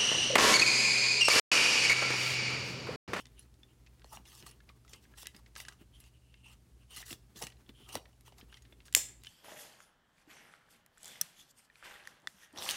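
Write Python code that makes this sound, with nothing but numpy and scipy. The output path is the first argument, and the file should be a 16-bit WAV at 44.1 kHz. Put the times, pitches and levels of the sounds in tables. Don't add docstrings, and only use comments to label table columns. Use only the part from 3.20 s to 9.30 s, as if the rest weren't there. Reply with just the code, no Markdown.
import sys
import numpy as np
from scipy import signal
from scipy.fft import rfft, irfft
from scipy.io import wavfile
from scipy.ndimage import uniform_filter1d

SR = 44100
rng = np.random.default_rng(int(sys.argv[2]) if len(sys.argv) > 2 else 0)


def generate_wav(sig):
    pcm = np.round(np.clip(np.atleast_2d(sig).T, -1, 1) * 32767).astype(np.int16)
    wavfile.write(sys.argv[1], SR, pcm)


N = 269123
HZ = np.fft.rfftfreq(4096, 1 / SR)
T = np.arange(8192) / SR
LEAD_S = 0.06

# t/s, length/s, relative level/dB, swell/dB, hollow body/dB re level
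EDGE_STROKES = [(0.0, 0.0074, -56, -4, -5), (0.199, 0.029, -67.5, -5, -12), (0.86, .05, -68.5, 1, -9),
                (0.93, 0.034, -55.5, -3.5, 0.5), (1.065, 0.14, -60.5, 3.5, -10),
                (1.269, 0.023, -58, -2, 2.5), (1.695, .065, -66, 0, -3), (1.83, 0.0091, -65, 0, -11),
                (1.977, 0.053, -54, 3.5, -15), (2.17, .03, -70.5, -6, 0), (2.375, 0.051, -54, -3, -6.5),
                (2.458, 0.075, -73, 1, 5.5), (2.75, 0.13, -72, 5, -7), (3.26, .075, -69.5, 4.5, 0),
                (3.71, 0.044, -61, 3, -4.5), (3.769, 0.051, -52, -3, -13.5),
                (3.864, 0.067, -51.5, 5.5, -13), (4.17, 0.03, -54, 1, -23), (4.223, 0.018, -49.5, -1, 0),
                (4.26, 0.028, -67, -4, -3), (4.57, 0.094, -75.5, 5, -4), (4.688, 0.013, -66, 1, 11),
                (4.728, 0.025, -51.5, 4, -4.5), (5.062, 0.02, -63.5, 2, 0), (5.187, .01, -66, 0, 5),
                (5.32, .06, -72, -1, 0.5), (5.664, 0.02, -65, -8, -6), (6.047, .053, -65.5, -3, -20)]
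# t/s, relative level/dB, f/Hz, t60/s, swing either side of f/octaves
CAGE_BUMPS = [(0.844, -52.5, 740, 0.03, 1), (0.93, -54, 910, 0.028, 0.68), (0.971, -49.5, 950, 0.02, 0.71),
              (0.998, -55.5, 170, 0.033, 0.62), (1.226, -52.5, 221, 0.045, 0.78),
              (1.497, -54.5, 1380, 0.04, 0.28), (1.733, -56.5, 400, 0.029, 0.84),
              (2.03, -52.5, 904, 0.016, 1.08), (2.147, -49, 175, 0.041, 0.72), (2.36, -57, 156, 0.042, 0.8),
              (2.48, -60, 132, 0.035, 0.67), (2.612, -54.5, 163, 0.056, 0.98),
              (3.778, -55, 170, 0.035, 0.73), (3.91, -46.5, 227, 0.058, 1.13),
              (3.927, -47, 200, 0.035, 0.77), (4.159, -49, 154, 0.051, 0.59), (4.22, -48, 434, 0.034, 0.47),
              (4.235, -45.5, 131, 0.032, 0.5), (4.266, -53.5, 227, 0.048, 0.8),
              (4.492, -48.5, 206, 0.065, 0.84), (4.7534, -33.5, 742, 0.03, 1.17),
              (4.769, -55, 400, 0.03, 1.04), (5.122, -57.5, 800, 0.025, 0.7),
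              (5.228, -52, 193, 0.076, 0.79), (5.525, -62, 600, 0.042, 0.7)]
# f/Hz, level/dB, t60/s
CAGE_MODES = [(1225, 4.5, 0.04), (1665, 6, 0.078), (1986, 10.5, 0.085), (2890, 0, 0.061), (2910, -1, 0.049),
              (3890, 4.5, 0.079), (5240, -4, 0.038), (5550, -2, 0.064), (6250, -2, 0.029)]


def amp(db):
    return 10 ** (np.asarray(db) / 20)


def unit_rms(x):
    return x / np.sqrt(np.mean(x ** 2) + 1e-20)


def unit_energy(x):
    return x / (np.linalg.norm(x) + 1e-12)


def curve(points, hz=HZ):
    f, value = np.transpose(points)
    return np.interp(np.log(hz + 1), np.log(f + 1), value)


def fade(t, t60):
    return np.exp(-np.log(1000) * t / np.maximum(t60, 1e-4))


def add(mix, s, sound):
    start = round(s * SR)
    sound = sound[max(-start, 0):]
    part = mix[max(start, 0):][:len(sound)]
    part += sound[:len(part)]


def colour(x, gain_db):
    log_gain = np.log(amp(np.maximum(gain_db, -100)))
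    mirrored = np.r_[log_gain, log_gain[-2:0:-1]]
    response = np.exp(np.conj(signal.hilbert(mirrored)))
    return signal.oaconvolve(x, irfft(response[:len(HZ)]))[:len(x)]


def hump(hz, octaves, steep=1):
    return -10 * steep * np.log10(1 + (np.log2((HZ + 1) / hz) / octaves) ** 2)


def band(lo_hz, hi_hz, order=3):
    return -10 * np.log10((1 + (lo_hz / (HZ + 1)) ** (2 * order)) * (1 + (HZ / hi_hz) ** (2 * order)))


def flicker(samples):
    return unit_rms(uniform_filter1d(rng.standard_normal(N), size=samples))


def stroke(length, db, swell_db, release_t60, attack_t60=0.053):
    t = np.arange(SR // 2) / SR - LEAD_S
    hold = amp(db + swell_db * (np.clip(t / length, 0, 1) - 0.5))
    return fade(np.maximum(-t, 0), attack_t60) * hold * fade(np.maximum(t - length, 0), release_t60)


def room_tone(air_db=-69.5, rumble_db=-65, waver_rad=0.4):
    # f/Hz, relative level/dB
    air_spectrum = [(40, -21), (80, -11), (100, 0.5), (150, -8.5), (230, -11), (380, -20), (560, -23),
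                    (1400, -31.5), (2300, -32), (2900, -31), (4000, -31), (10000, -32.5), (16000, -43.5)]
    # f/Hz, level/dB
    hum_partials = [(58, -67), (120, -68.5)]
    t = np.arange(N) / SR
    air = colour(rng.standard_normal(N), curve(air_spectrum) + band(90, 20000))
    rumble = colour(rng.standard_normal(N), band(49, 67.5, order=8))
    hum = 0
    for hz, db in hum_partials:
        drift = sum(np.sin(2 * np.pi * (f * t + rng.random())) / np.sqrt(f)
                    for f in np.geomspace(0.3, 6, 20))
        hum += amp(db) * np.sqrt(2) * np.sin(2 * np.pi * hz * t + waver_rad * unit_rms(drift))
    return amp(air_db) * unit_rms(air) + amp(rumble_db) * unit_rms(rumble) + hum


def hand_rub(gain_db=-3, flutter_db=3, slip_db=-8):
    # t/s, relative level/dB
    grip_levels = [(0.0, -67.5), (0.8, -68), (1.3, -65.5), (2.3, -69), (3.1, -74), (4.1, -67.5),
                   (5.4, -68.5), (6.1, -70)]
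    # f/Hz, relative level/dB
    skin_spectrum = [(60, -17.5), (100, 0), (160, -1.5), (280, -2.5), (390, -2), (540, -14.5), (880, -14),
                     (2500, -19.5), (6000, -27)]
    slip = np.zeros(N)
    for s, db, *_ in CAGE_BUMPS:
        add(slip, s - LEAD_S, stroke(0.011, db + slip_db, swell_db=0, release_t60=0.09))
    grip = amp(np.interp(np.arange(N) / SR, *np.transpose(grip_levels)))
    flutter = amp(flutter_db * flicker(1200))
    rub = unit_rms(colour(rng.standard_normal(N), curve(skin_spectrum)) * flutter)
    return amp(gain_db) * np.hypot(grip, slip) * rub


def scraping(slips_per_s=5500, spread_db=2.5, judder_db=1.86, fizz_db=-6, hard_db=-52,
             blade_db=-13, blade_hz=2770, body_db=-1):
    # f/Hz, relative level/dB
    rasp_spectrum = [(500, -20), (1200, -3), (1900, 0.5), (2300, -12), (2900, 0.5), (3800, 0), (5500, 1),
                     (7500, -2), (9000, -2), (11500, -6.5), (15500, -16)]
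    # f/Hz, relative level/dB
    hollow_spectrum = [(250, -14), (400, -2.5), (560, -10.5), (880, 0), (1050, -5), (1250, 1), (1500, -7.5),
                       (2500, -20)]
    force, body_force = np.zeros((2, N))
    for s, length, db, swell_db, hollow_db in EDGE_STROKES:
        push = stroke(length, db, swell_db, release_t60=0.078)
        add(force, s - LEAD_S, push)
        add(body_force, s - LEAD_S, amp(hollow_db) * push)
    sizes = amp(spread_db * np.minimum(rng.exponential(1, N), 4)) * rng.choice([-1, 1], N)
    judder = amp(judder_db * flicker(220))
    slipping = rng.random(N) < slips_per_s / SR
    slips = travelling_contact(sizes * slipping * judder)
    rasp = unit_rms(colour(slips, curve(rasp_spectrum)))
    hiss = unit_rms(colour(rng.standard_normal(N) * judder, band(9000, 15000)))
    fizz = hiss * np.sqrt(force / amp(hard_db))
    body = unit_rms(colour(slips, curve(hollow_spectrum)))
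    edge = rasp + amp(fizz_db) * fizz + amp(blade_db) * blade_song(N, blade_hz)
    return force * edge + body_force * amp(body_db) * body


def travelling_contact(x, depth_db=4.5):
    spectra = signal.stft(x, nperseg=512, noverlap=384)[2]
    patches = uniform_filter1d(rng.standard_normal(spectra.shape), size=4, axis=0)
    patches = unit_rms(uniform_filter1d(patches, size=9, axis=1))
    return unit_rms(signal.istft(spectra * amp(depth_db * patches), nperseg=512, noverlap=384)[1][:N])


def blade_song(n, pitch_hz):
    # multiple of the pitch, width/Hz, relative level/dB
    resonances = [(1, 364, 6.5), (3.15, 550, -8)]
    gain = sum(amp(db) / (1 + (2 * (HZ - k * pitch_hz) / width) ** 2) ** 0.69
               for k, width, db in resonances)
    return unit_rms(colour(rng.standard_normal(n), 20 * np.log10(gain)))


def glides(gain_db=-1):
    # t/s, length/s, relative level/dB, swell/dB, f/Hz
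    blade_strokes = [(0.0, 0.024, -61, -14, 3000), (0.178, 0.0091, -61.5, 3, 2940),
                     (0.489, .032, -75.5, -2, 2900), (1.209, 0.12, -67, 2, 2830),
                     (1.745, .04, -65, -6, 2830), (2.049, 0.047, -62.5, -2, 2830),
                     (2.4, .13, -65, -9, 2900), (2.597, .028, -70, -2, 2900), (2.741, 0.021, -63, 3, 3120),
                     (2.819, 0.056, -69, 1, 2830), (2.941, 0.03, -72, 0, 2830),
                     (3.021, 0.2, -75.5, 5, 2830), (3.247, .09, -62, -9, 2780),
                     (3.606, 0.023, -71.5, 7, 2830), (3.711, .1, -59.5, -7, 2950),
                     (4.23, .055, -59.5, -6, 2830), (4.554, 0.11, -64, 4, 3120), (4.7, 0.08, -56, -3, 2900),
                     (5.064, 0.019, -62, 1, 2950), (5.299, .09, -70, -4, 2900),
                     (6.059, .042, -62, -4, 2980)]
    out = np.zeros(N)
    for s, length, db, swell_db, hz in blade_strokes:
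        push = stroke(length, db + gain_db, swell_db, release_t60=0.097)
        add(out, s - LEAD_S, push * blade_song(len(push), hz))
    return out


def chatter(t60, rise_s=0.0002):
    onset = 1 - np.exp(-T / rise_s)
    burst = rng.standard_normal(len(T)) * onset * fade(T, t60)
    for _ in range(2):
        whitened = irfft(np.exp(1j * np.angle(rfft(burst))))
        burst = whitened * onset * fade(T, 2 * t60)
    return unit_energy(burst)


def impact(shape_db, t60, rise_s=0.0002):
    return unit_energy(colour(chatter(t60, rise_s), shape_db))


def ring(modes, detune=0):
    out = np.zeros(len(T))
    for hz, db, t60 in modes:
        pitch = hz * (1 + detune * rng.standard_normal())
        out += amp(db) * fade(T, t60) * np.sin(2 * np.pi * pitch * T)
    return unit_energy(out)


def click(db, hz, ring_db, edge_hz, t60, body_db=19, tone_db=20, cage_db=-10, ring_t60=0.034):
    shape = amp(band(1840, edge_hz, order=5)) + amp(band(570, 1300) - 15)
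    body = impact(20 * np.log10(shape), t60, rise_s=0.00019)
    cage = unit_energy(signal.fftconvolve(body, ring(CAGE_MODES, detune=0.06))[:len(T)])
    pair = [(hz, 0, ring_t60), (hz * rng.uniform(0.78, 1.16), -8, ring_t60)]
    tone = unit_energy(signal.fftconvolve(chatter(t60 / 2), ring(pair))[:len(T)])
    return amp(db) * (amp(body_db) * (body + amp(cage_db) * cage) + amp(tone_db + ring_db) * tone)


def clicks(scatter_s=0.15):
    # t/s, relative level/dB, ring f/Hz, ring gain/dB, upper edge/Hz, chatter t60/s
    contacts = [(0.055, -49.5, 2050, -22, 6500, 0.024), (0.068, -59, 3570, 0, 9300, 0.019),
                (0.193, -55, 9980, 8, 11400, 0.019), (0.3407, -64.5, 4630, -7, 8950, 0.017),
                (0.432, -57, 3530, 6.5, 5200, 0.017), (0.663, -58.5, 2610, -8, 6500, 0.062),
                (0.671, -61, 2640, 2.5, 5100, 0.024), (0.796, -63, 3640, -11, 6200, 0.0066),
                (0.8184, -58.5, 1630, -5, 4300, 0.047), (0.8438, -55, 4300, -2, 7450, 0.0099),
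                (0.9719, -53.5, 2860, 4, 3230, 0.013), (1.0533, -55.5, 2820, 0.5, 8200, 0.082),
                (1.225, -51, 2870, -11, 5600, 0.016), (1.2636, -45.5, 1180, -3.5, 11100, 0.065),
                (1.3107, -53.5, 10980, -3, 10900, 0.046), (1.403, -61, 1700, 3, 4600, 0.036),
                (1.4898, -52, 2400, -3.5, 4870, 0.079), (1.6482, -64, 1300, 3.5, 8500, 0.04),
                (1.678, -58, 2010, -3, 7500, 0.054), (1.7324, -42.5, 3260, -9, 7750, 0.071),
                (1.852, -63, 1640, 3, 2300, 0.022), (1.9382, -59.5, 1670, 5.5, 2680, 0.029),
                (1.9836, -54, 3110, 1, 9800, 0.047), (2.03, -48, 5200, -8, 9800, 0.02),
                (2.056, -46, 1930, -2, 6100, 0.049), (2.0694, -35.5, 2870, -16, 11200, 0.016),
                (2.146, -52.5, 1940, -2, 4900, 0.08), (2.1638, -51.5, 4920, -1.5, 10800, 0.023),
                (2.2608, -57, 1980, -0.5, 5570, 0.073), (2.3534, -49, 1670, -13, 7700, 0.033),
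                (2.3616, -42, 1630, -2, 6830, 0.031), (2.4017, -41, 2020, -1.5, 9000, 0.027),
                (2.4504, -49, 1700, -1, 6500, 0.029), (2.4834, -40, 1620, -2.5, 8800, 0.05),
                (2.5225, -56, 1430, -2, 6100, 0.043), (2.802, -56, 10700, 3, 12400, 0.026),
                (2.8392, -58, 2740, -1, 7300, 0.029), (3.141, -56, 2710, -2, 4140, 0.021),
                (3.7462, -52, 2870, -12, 11300, 0.043), (3.7619, -43, 10230, -6, 13500, 0.068),
                (3.7768, -43.5, 2020, -5, 8100, 0.085), (3.825, -49, 1960, 4, 3000, 0.1),
                (3.906, -43.5, 2720, 0.5, 5900, 0.034), (3.9279, -43.5, 3430, -1.5, 4100, 0.015),
                (4.159, -54, 3510, 2, 8000, 0.051), (4.219, -50, 5970, -2, 8800, 0.042),
                (4.2236, -37.5, 5630, -4.5, 9100, 0.022), (4.227, -47, 2820, -4, 10300, 0.032),
                (4.2377, -41, 6300, -2, 7200, 0.015), (4.268, -40, 2700, -5.5, 9700, 0.044),
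                (4.3014, -57.5, 3000, 1, 11000, 0.024), (4.3209, -55, 2240, -21, 4370, 0.044),
                (4.4918, -51.5, 3470, -0.5, 4400, 0.035), (4.6895, -48.5, 2700, -5, 10600, 0.048),
                (4.7538, -32.5, 5670, -7.5, 10500, 0.002), (4.7696, -48.5, 3770, 0, 4100, 0.077),
                (4.8556, -57, 1960, -3, 3900, 0.029), (5.009, -60, 11400, -6, 11300, 0.018),
                (5.122, -62, 2940, -1, 6000, 0.059), (5.182, -53.5, 4700, -9, 10900, 0.064),
                (5.2109, -52, 3160, -4, 4400, 0.065), (5.325, -51.5, 1580, -2.5, 3700, 0.051),
                (5.342, -50.5, 3210, 1, 4900, 0.011), (5.3701, -53, 1970, -5, 5700, 0.081),
                (5.421, -57.5, 6760, -3, 9900, 0.049), (5.451, -57.5, 1810, -8, 4200, 0.079),
                (5.524, -57.5, 3480, 0.5, 3500, 0.045), (5.6032, -56.5, 2710, -8, 3900, 0.035),
                (5.6542, -56, 6900, -6, 10300, 0.067), (5.6812, -54, 1600, -2, 4300, 0.025),
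                (5.726, -45, 7330, -4, 11400, 0.023), (5.7385, -50, 3000, -5, 13000, 0.017),
                (6.0357, -50.5, 2990, -3, 12740, 0.016), (6.0467, -49.5, 2800, -9, 6300, 0.014),
                (6.059, -60, 3130, 4.5, 11700, 0.032), (6.0688, -48, 3010, 8, 6250, 0.015)]
    out = np.zeros(N)
    for s, *contact in contacts:
        add(out, s, click(*contact))
    for s, *_ in EDGE_STROKES:
        when, size, pitch, bright = rng.random(4)
        tick = click(-71 + 4 * size, 1300 + 3000 * pitch, 1, edge_hz=3500 + 5000 * bright, t60=0.038)
        add(out, s + scatter_s * (2 * when - 1), tick)
    return out


def knocks(gain_db=20, rattle_db=-6, fall_cycles=2.43, rise_s=0.00075):
    out = np.zeros(N)
    for s, db, hz, t60, swing in CAGE_BUMPS:
        pitch = hz * 2 ** (swing * (2 * np.exp(-T * hz / fall_cycles) - 1))
        envelope = (1 - np.exp(-T / rise_s)) * fade(T, t60)
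        bend = unit_energy(np.sin(2 * np.pi * np.cumsum(pitch) / SR) * envelope)
        rattle = impact(hump(hz, 0.55, steep=1.8) + band(150, 1200), t60)
        add(out, s, amp(db + gain_db) * (bend + amp(rattle_db) * rattle))
    return out


def snap(shut_s=5.7502, crack_db=18, splinter_db=-10, clash_db=1, cage_db=-14):
    # t/s, relative level/dB, f/Hz, width/octaves, t60/s
    cracks = [(5.7490, -14.5, 2800, 0.95, 0.00317), (5.7497, -11.5, 7840, 0.96, 0.0058)]
    # f/Hz, spread/Hz, level/dB, t60/s
    steel_modes = [(7360, 156, -3.5, 0.35), (7650, 690, -5.5, 0.35)]
    out = np.zeros(N)
    for s, db, hz, octaves, t60 in cracks:
        shape = hump(hz, octaves, steep=2.67) + band(1100, 20000, order=1)
        add(out, s, amp(db + crack_db) * impact(shape, t60, rise_s=0.00043))
    add(out, shut_s, amp(splinter_db) * impact(band(2500, 15000), t60=0.076))
    add(out, shut_s, amp(clash_db) * ring([(7060, 0, 0.0082), (9160, -1.8, 0.0078)]))
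    add(out, shut_s, amp(cage_db) * ring(CAGE_MODES, detune=0.027))
    age = np.arange(SR // 2) / SR
    for hz, spread, db, t60 in steel_modes:
        shape = -20 * np.log10(1 + ((HZ - hz) / (2 * spread)) ** 4)
        shimmer = colour(rng.standard_normal(len(age)), shape) * fade(age, t60)
        add(out, shut_s, amp(db) * unit_energy(shimmer))
    return out


def hollow_thud(s=5.761, db=-17.5):
    out = np.zeros(N)
    add(out, s, amp(db) * impact(band(310, 900), t60=0.07, rise_s=0.0023))
    return out


def room(x, wet_db, gap_s=0.0115, early_db=4, early_s=0.039):
    # f/Hz, t60/s
    decay_times = [(150, 0.5), (500, 0.39), (2000, 0.43), (7000, 0.29), (15000, .25)]
    # f/Hz, level/dB
    wall_colour = [(100, -2), (400, 3), (1000, 2), (2500, -8.5), (5000, -0.5), (7300, -1), (10000, -4),
                   (15000, 0.5)]
    age = np.arange(SR // 2) / SR
    reflections = rng.standard_normal(len(age)) * amp(early_db * np.exp(-age / early_s))
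    hz, t, spectra = signal.stft(reflections, SR, nperseg=256)
    decay = fade(t, curve(decay_times, hz)[:, None])
    tail = unit_energy(signal.istft(spectra * decay, SR, nperseg=256)[1])
    out = np.zeros(N)
    add(out, gap_s, signal.fftconvolve(x, colour(tail, curve(wall_colour))))
    return amp(wet_db) * out


def scene():
    work = clicks() + knocks() + scraping() + glides() + hollow_thud()
    crack = snap()
    cutting = work + room(work, wet_db=-16) + crack + room(crack, wet_db=-8)
    return (cutting + hand_rub() + room_tone())[None]


def record(dry, low_cut_hz=46, ceiling=0.75, high_cut_hz=16000):
    x = signal.sosfilt(signal.butter(8, low_cut_hz, "highpass", fs=SR, output="sos"), dry)
    x = x / (1 + (x / ceiling) ** 4) ** (1 / 4)
    lowpass = signal.firwin(255, high_cut_hz, window=("kaiser", 8), fs=SR)
    return signal.oaconvolve(x, lowpass[None], "same")


dry = scene()
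out = record(dry)
generate_wav(out)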